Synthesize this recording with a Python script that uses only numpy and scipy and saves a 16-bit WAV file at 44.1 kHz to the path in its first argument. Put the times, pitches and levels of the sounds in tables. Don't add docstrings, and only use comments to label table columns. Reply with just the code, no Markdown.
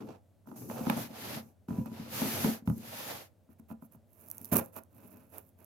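import sys
import numpy as np
from scipy import signal
from scipy.fft import rfft, irfft
from scipy.io import wavfile

SR = 44100
rng = np.random.default_rng(int(sys.argv[2]) if len(sys.argv) > 2 else 0)


def transcribe(u):
    v = np.clip(np.atleast_2d(u).T, -1, 1)
    q = np.round(v * 32767).astype(np.int16)
    wavfile.write(sys.argv[1], SR, q)


N = 249148
T = np.arange(N) / SR
RING = T[:SR // 3]


# pitch_hz, relative_db, t60_s, left_minus_right_db
BOX_MODES = [(66, -20, 0.14, -5.5), (92.4, -7, 0.26, 7), (124.9, 3.5, 0.092, 2), (172, 3.5, 0.063, 3.5),
             (196.2, 4.5, 0.066, -2), (223.9, 1, 0.15, 2.5), (247.8, 4, 0.07, 5.5), (306.4, 0.5, 0.068, 6),
             (363.4, -3, 0.075, -2), (437.3, -4, 0.15, 0.5), (512, -15.5, 0.37, -1),
             (550.5, -10.5, 0.24, 5.5), (661, -9, 0.057, -17), (818, -8, 0.074, -10),
             (983, -5.5, 0.031, -16), (1173, -17.5, 0.27, -0.5), (1202, -14, 0.042, -21),
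             (1457, -9.5, 0.014, -15.5), (2590, -37, 0.013, -6.5)]
def panels(weights):
    ring = sum((-1) ** k * weights[k] * amp(db) * sides(pan) * fade(t60) * np.sin(2 * np.pi * hz * RING)
               for k, (hz, db, t60, pan) in enumerate(BOX_MODES))
    return ring / np.sqrt(np.sum(ring ** 2) / 2)


# start_s, thump_db, thump_centre_hz, clack_db
BOX_HITS = [(.004, -35.5, 320, -47), (.033, -35, 285, -51), (.08, -36.5, 314, -65), (0.458, -58, 250, -56),
            (0.472, -42, 294, -43), (0.515, -38, 286, -38.5), (.699, -37.5, 243, -29.5),
            (0.808, -25.5, 198, -45), (.868, -19.5, 232, -26.5), (0.8983, -22.5, 235, -14.5),
            (.964, -27, 245, -37), (1.102, -37.5, 232, -66), (1.37, -33, 237, -35),
            (1.685, -29.5, 200, -40), (1.706, -23.5, 174, -37.5), (1.783, -19.5, 172, -44),
            (1.858, -33.5, 238, -37), (1.916, -32, 223, -45), (1.996, -30.5, 180, -51),
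            (2.217, -21.5, 257, -24.5), (2.255, -24.5, 260, -28), (2.444, -16, 189, -22.5),
            (2.449, -24, 360, -36), (2.485, -21.5, 235, -49), (2.622, -41, 220, -80),
            (2.6748, -17, 154.3, -28), (2.699, -18, 166, -32.5), (2.765, -35.5, 240, -74),
            (3.49, -48.5, 249, -58), (3.5957, -44, 236.5, -56), (3.702, -40, 220, -42),
            (3.712, -32.5, 212, -37.5), (3.823, -39, 202, -42), (3.947, -46, 160, -51.5),
            (4.409, -43, 220, -79), (4.521, -17.5, 176, -48), (4.551, -20.5, 207, -27),
            (4.562, -33, 502, -29), (4.594, -36, 260, -28.5), (4.766, -46, 250, -33)]
def knocks():
    out = np.zeros((2, N))
    mode_hz = np.array(BOX_MODES)[:, 0]
    in_step = (-1) ** np.arange(len(BOX_MODES))
    for start, thump_db, centre_hz, clack_db in BOX_HITS:
        spot = amp(rng.standard_normal(len(BOX_MODES)))
        push = 1 / np.sqrt(1 + (1.89 * (mode_hz / centre_hz - centre_hz / mode_hz)) ** 4)
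        soft_attack = (1 - np.exp(-RING / 0.004)) ** 2
        thump = panels(spot * push * in_step) * soft_attack
        crack = band(scatter(t60=0.017), 520, 2400) * sides(-1.5)
        brightness = amp(-5 + 0.63 * (clack_db + 32.5))
        clack = panels(spot * (mode_hz > 480)) * fade(t60=0.1) + brightness * crack
        add(out, start, at_peak(thump, thump_db - 0.5))
        add(out, start, at_peak(clack, clack_db - 1.5))
    return out


# freq_hz, gain_db
SCUFF_EQ = [(150, -30), (280, -5), (420, -5.5), (520, 4.5), (640, 1.5), (800, 1), (1000, -4.5), (1200, -8),
            (1420, -10), (1950, -20), (2550, -14), (3200, -21), (6000, -24), (12000, -37)]
# freq_hz, gain_db
CRUNCH_EQ = [(150, -6.5), (300, 6.5), (440, -4.5), (520, -4.5), (630, 7.5), (780, -4.5), (1000, -0.5),
             (1200, -7.5), (1430, -4.5), (2000, -13.5), (2600, -7.5), (3200, -19.5), (6000, -22.5),
             (12000, -39.5)]
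def cardboard_friction(rumble, scuff, crunch):
    shake = convolve(grains(rate_hz=900, spread_db=2), panels(np.ones(len(BOX_MODES))))
    body = unit(band(shake, 97, 380))
    skin_force = grains(rate_hz=1800, spread_db=-1.5) * flutter(rate_hz=45, depth_db=5)
    skin = scrape(skin_force, SCUFF_EQ, hollow_db=-12.5)
    blade_force = grains(rate_hz=1800, spread_db=-1.5) * flutter(rate_hz=89, depth_db=1)
    blade = scrape(blade_force, CRUNCH_EQ, hollow_db=-4) * sides(-0.75)
    return amp(-2.5) * rumble * body + amp(-1) * scuff * skin + crunch * blade


def scrape(force, eq, hollow_db):
    rustle = unit(colour(bursts(force, t60=0.012, shared=0.38), eq)) * sides(-4.8)
    upper_modes = np.array(BOX_MODES)[:, 0] > 340
    hollow = unit(convolve(force, panels(upper_modes)))
    return unit(rustle + amp(hollow_db) * hollow)


# start_s, hold_s, rumble_db, scuff_db, hiss_db
HAND_RUBS = [(0, 0.065, -48, -51.5, -73), (0.46, .07, -53.5, -62.5, -68),
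             (0.554, 0.0074, -50.5, -58.5, -53), (0.601, 0.062, -42, -54.5, -57.5),
             (0.683, 0.17, -44, -44, -52.5), (0.959, 0.005, -61, -44, -45), (1.085, 0.093, -64, -52, -70),
             (1.336, 0.077, -53.5, -66, -65.5), (1.678, 0.098, -42, -54, -62.5),
             (1.853, 0.18, -49.5, -57.5, -66), (2.652, 0.19, -52, -68, -60.5)]
def hand_rubs(attack_s=0.01, release_s=0.14):
    return strokes([(start, attack_s, hold, release_s, *levels) for start, hold, *levels in HAND_RUBS])


# start_s, rise_s, hold_s, fall_s, rustle_db, hiss_db, rumble_db
BOX_SLIDES = [(.85, 0.039, 0.13, 0.086, -48.5, -51.5, -41), (1.04, 0.29, 0.0088, 0.1, -45.5, -47.5, -44),
              (1.86, 0.14, 0.085, 0.082, -56.5, -64, -59), (2.06, 0.14, 0.24, 0.18, -41.5, -39.5, -39.5),
              (2.72, 0.33, 0.021, 0.24, -46.5, -46.5, -51.5)]
def box_slides():
    return strokes(BOX_SLIDES)


# freq_hz, gain_db
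PILE_EQ = [(200, -6.5), (500, 0.5), (1000, 1.5), (1800, 2.5), (3200, 0.5), (5000, -1), (6500, -8.5),
           (8000, -12.5), (12000, -10), (16000, -27.5)]
# freq_hz, gain_db
SHEEN_EQ = [(1000, -11.5), (3500, -21.5), (6300, -5), (8200, -11.5), (10000, -6), (11500, -0.5), (12800, 0),
            (14500, -2.5), (16000, -16)]
def carpet(rustle, hiss):
    fine = np.array([grains(rate_hz=16000, spread_db=3) for _ in range(2)])
    coarse = np.array([grains(rate_hz=16000, spread_db=3) for _ in range(2)])
    sheen = hiss * unit(colour(fine, SHEEN_EQ)) * sides(-0.52)
    pile = rustle * unit(colour(coarse, PILE_EQ)) * sides(0.17)
    return amp(0.5) * (sheen + pile) * flutter(rate_hz=69, depth_db=0.82)


# start_s, peak_db
TAPE_SNAPS = [(.474, -45), (.9, -17), (1.86, -33), (2.677, -31), (2.699, -34), (2.781, -32), (3.598, -43),
              (3.703, -47), (3.923, -40.5), (4.286, -28), (4.302, -23), (4.314, -17), (4.329, -37),
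              (4.349, -35), (4.382, -24), (4.415, -27), (4.4465, -18), (4.455, -19.5), (4.461, -36.5),
              (4.5686, -1.5), (4.5791, -8), (4.5838, -18), (4.66, -33), (4.764, -25.5), (4.836, -37.5),
              (5.383, -19.5), (5.492, -43), (5.645, -30.5)]
def tape(crackle, rasp):
    drag_force = grains(rate_hz=1700, spread_db=-0.5) * flutter(rate_hz=63, depth_db=2.5)
    drag = bursts(drag_force, t60=0.004, shared=0.2)
    ticks = bursts(grains(rate_hz=86, spread_db=2.5), t60=0.003, shared=0.16)
    rip = bursts(grains(rate_hz=4500, spread_db=2.8), t60=0.002, shared=0.15)
    tears = bursts(grains(rate_hz=260, spread_db=1.5), t60=0.0023, shared=0.3)
    out = crackle * (amp(-3) * unit(film(drag)) + amp(-5) * unit(film(ticks)))
    out += rasp * (amp(-1) * unit(film(rip)) + amp(-7) * unit(film(tears)))
    for start, peak_db in TAPE_SNAPS:
        snap = film(signal.unit_impulse(len(RING)) + amp(-1) * scatter(t60=0.004))
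        add(out, start, at_peak(snap, peak_db))
    return out


# freq_hz, gain_db
FILM_EQ = [(500, -35), (1500, -26), (2700, -30.5), (4200, -26.5), (6300, -12), (8200, -12), (10000, -4.5),
           (12300, -1.5), (13600, 0), (15000, -6), (16500, -8)]
# freq_hz, left_minus_right_db
FILM_PAN = [(1000, -30), (3000, 12), (5500, 6), (8000, 5), (11000, -14.5), (16000, -11)]
def film(x):
    left, right = colour(x, FILM_EQ)
    return np.vstack([colour(left, [(hz, db / 2) for hz, db in FILM_PAN]),
                      colour(right, [(hz, -db / 2) for hz, db in FILM_PAN])])


# start_s, rise_s, hold_s, fall_s, crackle_db, crunch_db, rumble_db
BLADE_DRAGS = [(4.03, 0.31, 0.31, 0.07, -56.5, -58, -62.5), (4.57, 0.016, 0.015, 0.055, -74, -42, -41),
               (4.87, 0.14, 0.14, 0.2, -62.5, -59, -57), (5.27, 0.057, 0.056, 0.2, -65, -69, -65),
               (5.56, 0.049, 0.018, 0.038, -65.5, -60.5, -63)]
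def blade_drags():
    return strokes(BLADE_DRAGS)


# start_s, rasp_db, crunch_db, length_s
BLADE_SLIPS = [(3.488, -70.5, -70.5, .06), (3.582, -69.5, -70, 0.024), (3.678, -61.5, -60, 0.062),
               (3.801, -64, -72, 0.078), (3.906, -64, -68.5, 0.066), (4.513, -28, -33.5, 0.042),
               (4.551, -26.5, -30, 0.027), (4.572, -31.5, -37.5, 0.032), (4.715, -57.5, -62, 0.078),
               (4.753, -49, -47, 0.049), (5.306, -55, -55.5, 0.11)]
def blade_slips():
    envelopes = np.zeros((2, N))
    for start, rasp_db, crunch_db, length in BLADE_SLIPS:
        jerk = signal.windows.tukey(int(length * SR), 0.7)
        add(envelopes, start, amp([[rasp_db], [crunch_db]]) * jerk)
    return envelopes


# pitch_hz, relative_db
STEEL_MODES = [(985.1, -63.5), (2541, -83.5)]
def scissors(start_s=1.706, t60_s=1.8):
    age = np.maximum(T - start_s, 0)
    partials = sum(amp(db) * np.sin(2 * np.pi * hz * age) for hz, db in STEEL_MODES)
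    ring = partials * np.exp(-np.log(1000) * age / t60_s)
    gate = stroke(start_s, rise=0.0038, hold=0.35, fall=0.08)
    return amp(8) * ring * gate * flutter(rate_hz=40, depth_db=2) * sides(-2)


def room(x):
    dull = amp(-4) * band(scatter(t60=0.16), 270, 2000)
    late = amp(-19.5) * band(scatter(t60=0.5), 150, 1200)
    bright = amp(-14) * band(scatter(t60=0.18), 1800, 16000)
    build_up = 1 - np.exp(-RING / 0.0067)
    return convolve(x, build_up * (dull + late + bright))


# freq_hz, gain_db
AIR_EQ = [(25, -6.5), (55, -15), (80, -3.5), (97, 16), (118, -9.5), (240, -7.5), (400, -18), (600, -12.5),
          (1000, -28.5), (2000, -35), (5000, -40.5), (12000, -38.5), (16000, -40.5)]
def room_tone():
    noise = rng.standard_normal(N) + 0.68 * rng.standard_normal((2, N))
    return amp(-64) * unit(colour(noise, AIR_EQ))


def grains(rate_hz, spread_db):
    catches = rng.random(N) < rate_hz / SR
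    polarity = rng.choice([-1, 1], N)
    strength = amp(spread_db * np.minimum(rng.exponential(size=N), 5))
    return unit(catches * polarity * strength)


def bursts(force, t60, shared):
    decay = fade(t60) ** 2
    envelope = np.sqrt(np.abs(convolve(force ** 2, decay / np.sum(decay))))
    centre = np.sqrt(shared) * rng.standard_normal(N)
    wide = np.sqrt(1 - shared) * rng.standard_normal((2, N))
    return envelope * (centre + wide)


def flutter(rate_hz, depth_db):
    knots = np.arange(0, T[-1] + 1, 1 / rate_hz)
    return amp(depth_db * np.interp(T, knots, rng.standard_normal(N)[:len(knots)]))


def stroke(start, rise, hold, fall):
    ramp = np.interp(T - start, np.cumsum([0, rise, hold, fall]), [0, 1, 1, 0])
    return np.sin(np.pi / 2 * ramp) ** 2


def strokes(rows):
    return np.sqrt(sum(np.outer(amp(row[4:]), stroke(*row[:4])) ** 2 for row in rows))


def scatter(t60):
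    tail = rng.standard_normal((2, len(RING))) * fade(t60)
    return tail / np.sqrt(np.sum(tail ** 2, axis=1, keepdims=True))


def fade(t60):
    return np.exp(-np.log(1000) * RING / t60)


def colour(x, eq, size=2048):
    hz, db = np.transpose(eq)
    gain = amp(np.interp(np.log(np.fft.rfftfreq(size, 1 / SR) + 1), np.log(hz), db))
    cepstrum = irfft(np.log(gain))
    cepstrum[1:size // 2] *= 2
    cepstrum[size // 2 + 1:] = 0
    return convolve(x, irfft(np.exp(rfft(cepstrum))))


def band(x, lo_hz, hi_hz):
    return signal.sosfilt(signal.butter(2, [lo_hz, hi_hz], "band", fs=SR, output="sos"), x)


def convolve(x, response):
    return signal.fftconvolve(np.atleast_2d(x), np.atleast_2d(response), axes=1)[:, :x.shape[-1]]


def add(out, start_s, x):
    i = int(start_s * SR)
    out[:, i:i + x.shape[-1]] += x[:, :N - i]


def amp(db):
    return 10 ** (np.asarray(db) / 20)


def sides(db):
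    return amp(np.array([[0.5], [-0.5]]) * db)


def unit(x):
    return x / np.sqrt(np.mean(x ** 2))


def at_peak(x, db):
    return amp(db) * x / np.abs(x).max()


def scene():
    rustle, slide_hiss, slide_rumble = box_slides()
    hand_rumble, hand_scuff, hand_hiss = hand_rubs()
    crackle, drag_crunch, blade_rumble = blade_drags()
    rasp, slip_crunch = blade_slips()
    rumble = np.hypot(slide_rumble, hand_rumble) + blade_rumble
    scuff = np.hypot(amp(-2) * rustle, hand_scuff)
    hiss = np.hypot(slide_hiss, hand_hiss)
    crunch = amp(-5.5) * drag_crunch + slip_crunch
    near = knocks() + scissors() + carpet(rustle, hiss)
    near += cardboard_friction(rumble, scuff, crunch) + tape(crackle, rasp)
    return near + room(near) + room_tone()


def record(dry, low_cut_hz=56, high_cut_hz=16100):
    thin = signal.sosfilt(signal.butter(4, low_cut_hz, "high", fs=SR, output="sos"), dry)
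    return signal.sosfilt(signal.ellip(8, 0.2, 70, high_cut_hz, fs=SR, output="sos"), thin)


dry = scene()
out = record(dry)
transcribe(out)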